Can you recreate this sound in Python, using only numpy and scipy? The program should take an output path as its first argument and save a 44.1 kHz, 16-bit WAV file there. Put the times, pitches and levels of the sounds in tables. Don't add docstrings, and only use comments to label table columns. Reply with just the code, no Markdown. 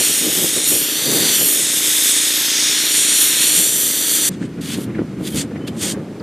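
import sys
import numpy as np
from scipy import signal
from scipy.fft import rfft, irfft, next_fast_len
from scipy.io import wavfile
from scipy.ndimage import map_coordinates

SR = 44100
rng = np.random.default_rng(int(sys.argv[2]) if len(sys.argv) > 2 else 0)


def waveform_to_disk(signal):
    frames = np.transpose(np.atleast_2d(signal))
    scaled = np.clip(frames, -1, 1) * 32767
    samples = np.round(scaled).astype(np.int16)
    wavfile.write(sys.argv[1], SR, samples)


N = 274364

# freq_hz, density_db
YARD_SPECTRUM = [(180, -28), (300, -6.5), (877, -27), (2250, -29), (4960, -35), (8560, -39), (13400, -46.5),
                 (15500, -63)]
# time_s, level_db, small_eddy_share (0 deep rumble, 1 lighter flutter)
BREEZE_CURVE = [(0, -38, 0.92), (1.6, -34, 1), (2.1, -48, .95), (3.1, -41, .85), (3.6, -34.5, 0.77),
                (4.28, -35, 0.72), (4.3, -29, 0.0085), (5.3, -27.5, 0.059), (5.75, -25.5, 0.23),
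                (6.22, -31, 0.4)]
# peak_s, half_length_s, level_db
WIND_GUSTS = [(.01, 0.013, -22), (0.102, 0.017, -27), (0.277, 0.063, -25), (0.395, .04, -25),
              (0.443, 0.024, -25.5), (0.574, 0.024, -25), (0.741, 0.038, -23.5), (1.145, 0.098, -22),
              (1.25, 0.089, -27.5), (1.412, 0.02, -23), (1.48, .08, -34), (3.58, 0.053, -32),
              (4.31, 0.025, -24.5), (4.43, 0.033, -22), (4.587, 0.018, -24), (4.79, 0.048, -22.5),
              (4.892, .05, -24.5), (4.992, 0.044, -20.5), (5.206, 0.066, -28), (5.366, 0.037, -20.5),
              (5.86, .035, -21.5), (5.968, 0.039, -24.5), (6.215, 0.01, -19.5)]
# freq_hz, density_db
EDDY_SPECTRA = [
    [(15, -59), (25, -44.5), (53, -42), (128, -7.5), (291, 0.5), (506, -4.5), (642, -12), (969, -19.5),
     (1050, -24.5), (1100, -19.5), (1430, -28), (2420, -120)],
    [(15, -47), (25, -49), (71, -10.5), (172, 1.5), (299, -1.5), (366, -7.5), (727, -30), (830, -32),
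     (1350, -28), (1650, -29.5), (1930, -30.5), (2460, -32.5), (5000, -54), (6500, -93), (11000, -120)],
]
# start_s, relative_peak_db
EDDY_THUMPS = [(.444, -4), (4.786, -6.5), (4.992, -1), (5.018, -3), (5.212, -10), (5.559, -8)]
# peak_s, half_length_s, pitch_hz, level_db
GUST_RATTLES = [(4.428, .0043, 1800, -36.5), (4.953, 0.0076, 1900, -38), (4.989, 0.0083, 1460, -35.5),
                (5.516, .007, 1490, -41.5), (5.563, .011, 1900, -40), (5.947, .006, 1700, -40),
                (6, 0.0083, 1500, -42), (6.208, .003, 1300, -37)]
# start_s, length_s, start_hz, end_hz, level_db
BIRD_PEEPS = [(5.321, .03, 3230, 3130, -32.5), (5.602, .04, 3030, 3040, -44),
              (5.642, .026, 3060, 3040, -41), (5.688, .022, 3050, 3070, -42),
              (6.197, 0.01, 5300, 3970, -37)]
# multiple_of_firing_rate, relative_db
EXHAUST_HARMONICS = [(1, -45), (2, -47), (3, -25), (4, -21), (5, -11.5), (6, -16.5), (7, -17.5), (8, -9.5),
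                     (9, -5.5), (10, -9), (11, 2.5), (12, -26), (13, -7), (14, -14.5), (15, -4.5),
                     (16, -17.5), (17, -13), (18, -19), (19, -24), (20, -12), (21, -10), (22, -19.5)]
# freq_hz, density_db
BRISTLE_SPECTRUM = [(530, -15), (900, -8), (1050, -9), (1930, 0.5), (2600, -0.5), (3500, 6), (3850, 0.5),
                    (4550, 2), (5310, -3.5), (6980, 1), (7770, -1), (8440, 2), (10600, -6), (14300, -13),
                    (15500, -36)]
# contact_s, attack_s, hold_s, hold_end_db, swell_db, hiss_over_scrape_db, tip_sizzle_db
BRUSH_STROKES = [(4.322, 0.044, 0.029, -48, -2, 0, -14), (4.422, 0.05, 0.039, -49, -2, 0, -14),
                 (4.613, 0.0067, 0.13, -28.5, 10, -1.5, 3.5), (4.746, .005, 0.0041, -34, 4, -10, 0),
                 (4.773, .02, .07, -42, 1, 0.5, 8), (5.253, .06, 0.025, -29, 8.5, -2, 7),
                 (5.306, .03, 0.064, -39.5, 5.5, 0, 12.5), (5.374, 0.028, 0.047, -30, -3, 4, -2.5),
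                 (5.676, 0.0084, 0.0046, -31, 0.5, -6.5, 5), (5.825, 0.049, 0.098, -31, -5, 4.5, -1)]
# freq_hz, density_db
AIR_SPECTRUM = [(500.0, -36.5), (900.0, -16), (1100.0, -19.5), (1770.0, -7.5), (2700.0, -7.5), (4500.0, -4),
                (5700.0, -6.5), (7200.0, -3.5), (9000.0, -6.5), (10500.0, -5.5), (14000.0, -6.5),
                (15500.0, -18.5)]
# centre_hz, half_width_hz, lift_db
NOZZLE_MODES = [(2000, 570, 0), (3957, 180, -6.5), (5850, 450, 4.5), (7150, 900, 2.5), (8520, 500, 6.5),
                (9630, 590, 8), (11650, 630, 3), (12900, 450, 2.5)]
# time_s, reach (0 at the board's rim, about 1 far in), peak_hz, hollow_depth_db
NOZZLE_SWEEP = [(0, .5, 3250, 2), (.25, .8, 3300, 1.5), (.45, .98, 3500, 2), (.68, .64, 3600, 2),
                (.8, .47, 3150, 0), (.95, .24, 3500, 4), (1.1, .03, 3700, 2), (1.28, .1, 3500, 4),
                (1.43, .42, 3150, 1.5), (1.58, .84, 3600, 1.5), (1.85, 1.04, 3550, 3), (2.25, .85, 3550, 1),
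                (2.45, 1.05, 3550, 0), (2.72, .76, 3500, 0), (2.88, .56, 3500, 3), (3.12, .56, 3500, 3),
                (3.36, .66, 3500, 4.5), (3.68, .29, 3550, 3), (3.82, .18, 3300, 1), (4, .13, 3500, 3),
                (4.28, .11, 3350, 2)]
# peak_s, half_length_s, centre_hz, half_width_hz, lift_db
HISS_FLARE = (2.61, 0.22, 5900, 1500, 6.1)
# time_s, roar_db, hiss_db, fizz_db
JET_LEVELS = [(0.0, -19.5, -18.5, -23), (0.11, -20.5, -19.5, -22.5), (0.32, -22, -22.5, -25.5),
              (0.36, -21.5, -19, -20), (0.64, -22.5, -19, -32), (0.69, -22, -19, -18),
              (0.79, -23, -20, -19.5), (0.87, -22, -26, -24.5), (1.04, -21.5, -23, -27),
              (1.16, -20, -20.5, -20.5), (1.29, -17, -20, -21), (1.48, -22, -18.5, -15),
              (1.66, -21.5, -17.5, -29), (1.78, -21, -20.5, -23), (2.07, -18.5, -15.5, -20.5),
              (2.13, -19.5, -15.5, -26), (2.43, -19, -23.5, -22.5), (2.57, -18, -21, -31),
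              (2.87, -18.5, -24, -25), (2.97, -18, -16, -24), (3.09, -18, -16, -26),
              (3.23, -19, -17.5, -18), (3.34, -18.5, -19.5, -24), (3.59, -18.5, -15, -18.5),
              (3.72, -25, -18.5, -23), (3.81, -23.5, -18.5, -19), (4.02, -23.5, -22, -24.5),
              (4.16, -21, -16, -20), (4.2, -21.5, -18, -24), (4.28, -21, -16.5, -21.5)]
# peak_s, half_length_s, lift_db
GRIT_SPURTS = [(.73, 0.073, 0.5), (2.094, 0.017, 0), (3.215, .012, 2.5), (3.245, 0.025, 1),
               (3.423, 0.041, 2)]

BLAST_END_S, FIRING_HZ, TOP_HZ = 4.291, 28.2, 15600
RELEASE_S = .022
PEAK_WIDTH_HZ, HOLLOW_HZ, HOLLOW_HZ_PER_REACH = 690, 5410, -950
GROUND_GAIN, GROUND_MS, GROUND_MS_PER_REACH = .44, .649, .12
BOARD_GAIN, BOARD_DB_PER_REACH = -.16, -8
BOARD_MS, BOARD_MS_PER_REACH = .33, .43


def amp(db):
    return 10 ** (np.asarray(db) / 20)


def unit(x):
    return x / np.sqrt(np.mean(x ** 2) + 1e-20)


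def clock():
    return np.arange(N) / SR


def bell(x, centre, half_width):
    return np.exp(-2 * ((x - centre) / half_width) ** 2)


def eq_gain(spectrum, hz):
    freqs, db = np.transpose(spectrum)
    return amp(np.interp(np.log(hz + 1), np.log(freqs + 1), db))


def curves(rows, t):
    times, *columns = np.transpose(rows)
    return [np.interp(t, times, column) for column in columns]


def cut_at(end_s, fade_s):
    return np.clip((end_s - clock()) / fade_s + .5, 0, 1)


def wobble(rate):
    return map_coordinates(rng.standard_normal(int(N * rate / SR) + 4), [clock() * rate])


def filtered(x, response):
    size = next_fast_len(N + SR // 2)
    return irfft(rfft(x, size) * response(np.fft.rfftfreq(size, 1 / SR)), size)[..., :N]


def noise(spectrum):
    return unit(filtered(rng.standard_normal(N), lambda hz: eq_gain(spectrum, hz)))


def ring(spectrum, size=8192):
    cepstrum = irfft(np.log(eq_gain(spectrum, np.fft.rfftfreq(size, 1 / SR)) + 1e-6))
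    cepstrum[1:size // 2] *= 2
    cepstrum[size // 2 + 1:] = 0
    return irfft(np.exp(rfft(cepstrum)))


def split(x, edge_hz, order=10):
    low = filtered(x, lambda hz: 1 / (1 + (hz / edge_hz) ** order))
    return low, x - low


def delayed(x, ms, oversample=4):
    fine = signal.resample_poly(x, oversample, 1)
    return map_coordinates(fine, [(clock() - ms / 1000) * SR * oversample], order=1)


def impacts(rate, spread_db):
    hits = rng.random(N) < rate / SR
    sizes = amp(spread_db * rng.standard_normal(N))
    signs = np.sign(rng.standard_normal(N))
    return unit(hits * sizes * signs)


def stereo(x, width_db):
    scatter = rng.standard_normal(SR // 50)
    diffuse = signal.fftconvolve(x, scatter / np.linalg.norm(scatter))[:N]
    side = amp(width_db) * filtered(diffuse, lambda hz: hz ** 2 / (hz ** 2 + 6500 ** 2))
    return np.array([x + side, x - side])


def yard():
    return stereo(amp(-41.5 + .39 * wobble(11)) * noise(YARD_SPECTRUM), width_db=-1.5)


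def wind():
    breeze_db, small_share = curves(BREEZE_CURVE, clock())
    gust_power = sum(amp(db) ** 2 * bell(clock(), s, half_s) for s, half_s, db in WIND_GUSTS)
    force = np.sqrt(amp(breeze_db) ** 2 + gust_power)
    lumps = unit(amp(1.3 * wobble(70)))
    flutter = np.sqrt(small_share) * noise(EDDY_SPECTRA[0])
    rumble = np.sqrt(1 - small_share) * noise(EDDY_SPECTRA[1])
    kicks = np.zeros(N)
    for start_s, db in EDDY_THUMPS:
        kicks[round(start_s * SR)] = amp(db - 9)
    thump = ring([(30, -45), (100, -7.5), (200, -6), (330, .5), (700, -19), (1500, -34), (4000, -102)])
    thumps = signal.fftconvolve(kicks, thump / np.abs(thump).max())[:N]
    return force * lumps * (flutter + rumble) + thumps


def rattles():
    out = np.zeros(N + SR)
    t = np.arange(SR // 5) / SR - .1
    for peak_s, half_s, hz, db in GUST_RATTLES:
        ringing = signal.lfilter(*signal.iirpeak(hz, Q=3.5, fs=SR), rng.standard_normal(len(t)))
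        chatter = unit(signal.lfilter(*signal.iirpeak(hz, Q=1.5, fs=SR), ringing))
        start = round((peak_s + t[0]) * SR)
        out[start:start + len(t)] += amp(db) * np.exp(-(t / half_s) ** 2) * chatter
    return stereo(out[:N], width_db=14)


def bird():
    out = np.zeros(N)
    for start_s, length_s, start_hz, end_hz, db in BIRD_PEEPS:
        progress = np.clip((clock() - start_s) / length_s, 0, 1)
        pitch_hz = start_hz + (end_hz - start_hz) * progress
        out += amp(db) * np.sin(np.pi * progress) * np.sin(2 * np.pi * np.cumsum(pitch_hz) / SR)
    return out


def compressor():
    rate_hz = FIRING_HZ * (1 + .002 * wobble(3))
    cycle = np.floor(np.cumsum(rate_hz) / SR)
    firings = np.diff(cycle, prepend=0) * amp(.54 * wobble(FIRING_HZ))
    muffler = [(order * FIRING_HZ, db) for order, db in EXHAUST_HARMONICS]
    muffler += [(720, -24.5), (950, -32.5), (1270, -16.5), (3000, -50), (8000, -89)]
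    chug = unit(signal.fftconvolve(firings, ring(muffler))[:N])
    return amp(-35.5) * chug * cut_at(BLAST_END_S, fade_s=.004)


def brush():
    flicks = rng.standard_normal(N) + amp(-4.5) * impacts(rate=2700, spread_db=5)
    bristles = filtered(flicks, lambda hz: eq_gain(BRISTLE_SPECTRUM, hz))
    scrape, treble = map(unit, split(bristles, edge_hz=5050))
    hiss, sizzle = split(treble, edge_hz=9700, order=20)
    out = np.zeros(N)
    for contact_s, attack_s, hold_s, end_db, swell_db, hiss_db, tips_db in BRUSH_STROKES:
        t = clock() - contact_s
        contact_db = 20 * (np.minimum(t, 0) / attack_s - np.maximum(t - hold_s, 0) / RELEASE_S)
        force_db = end_db + swell_db * (np.clip(t / hold_s, 0, 1) - 1)
        top_end = amp(hiss_db) * (hiss + amp(tips_db) * sizzle)
        out += amp(contact_db + force_db) * (scrape + top_end)
    ridges = amp(.84 * wobble(200))
    return stereo(out * ridges, width_db=-8)


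def nozzle_gain(hz):
    modes_db = sum(db * bell(hz, centre, width) for centre, width, db in NOZZLE_MODES)
    return eq_gain(AIR_SPECTRUM, hz) * amp(modes_db)


def hiss_colour(jet, size=512):
    hz, t, spectrum = signal.stft(jet, SR, nperseg=size)
    hz = hz[:, None]
    reach, peak_hz, depth_db = curves(NOZZLE_SWEEP, t)
    peak_db = 6.3 * bell(hz, peak_hz, PEAK_WIDTH_HZ)
    hollow_hz = HOLLOW_HZ + HOLLOW_HZ_PER_REACH * reach
    shoulder = .7 * bell(hz, hollow_hz - 750, 450)
    hollow_db = depth_db * (shoulder - 1.3 * bell(hz, hollow_hz, 560))
    flare_s, half_s, flare_hz, width_hz, lift_db = HISS_FLARE
    flare_db = lift_db * bell(t, flare_s, half_s) * bell(hz, flare_hz, width_hz)
    return signal.istft(spectrum * amp(peak_db + flare_db + hollow_db), SR, nperseg=size)[1][:N]


def echoes(jet):
    reach = curves(NOZZLE_SWEEP, clock())[0]
    treble = split(jet, edge_hz=4800, order=5)[1]
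    above_bass = split(jet, edge_hz=1340, order=6)[1]
    mids = split(above_bass, edge_hz=8200, order=4)[0]
    ground = delayed(treble, GROUND_MS + GROUND_MS_PER_REACH * reach)
    board = delayed(mids, BOARD_MS + BOARD_MS_PER_REACH * reach)
    return GROUND_GAIN * ground + BOARD_GAIN * amp(BOARD_DB_PER_REACH * reach) * board


def sandblaster():
    air_and_grit = rng.standard_normal(N) + amp(-11) * impacts(rate=3500, spread_db=3.5)
    jet = hiss_colour(filtered(air_and_grit, nozzle_gain))
    roar, treble = split(jet + echoes(jet), edge_hz=6200)
    hiss, fizz = split(treble, edge_hz=10300, order=20)
    roar_db, hiss_db, fizz_db = curves(JET_LEVELS, clock())
    blast = amp(roar_db) * unit(roar)
    blast += amp(hiss_db + .7 * wobble(22)) * unit(hiss)
    blast += amp(fizz_db + .9 * wobble(22)) * unit(fizz)
    feed_db = .33 * wobble(34.7) + .5 * wobble(240) - .6
    spurts_db = sum(db * bell(clock(), s, half_s) for s, half_s, db in GRIT_SPURTS)
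    blast *= amp(feed_db + spurts_db) * cut_at(BLAST_END_S, fade_s=.0074)
    return stereo(blast, width_db=-20)


def scene():
    return sandblaster() + brush() + yard() + compressor() + wind() + rattles() + bird()


def record(dry):
    rounded = dry / (1 + np.abs(dry / .85) ** 8) ** (1 / 8)
    mic_eq = [(30, -6), (60, -4), (90, .5), (14000, -.5), (15000, -4), (15600, -9)]
    shaped = filtered(rounded, lambda hz: eq_gain(mic_eq, hz))
    return filtered(shaped, lambda hz: hz < TOP_HZ)


dry = scene()
out = record(dry)
waveform_to_disk(out)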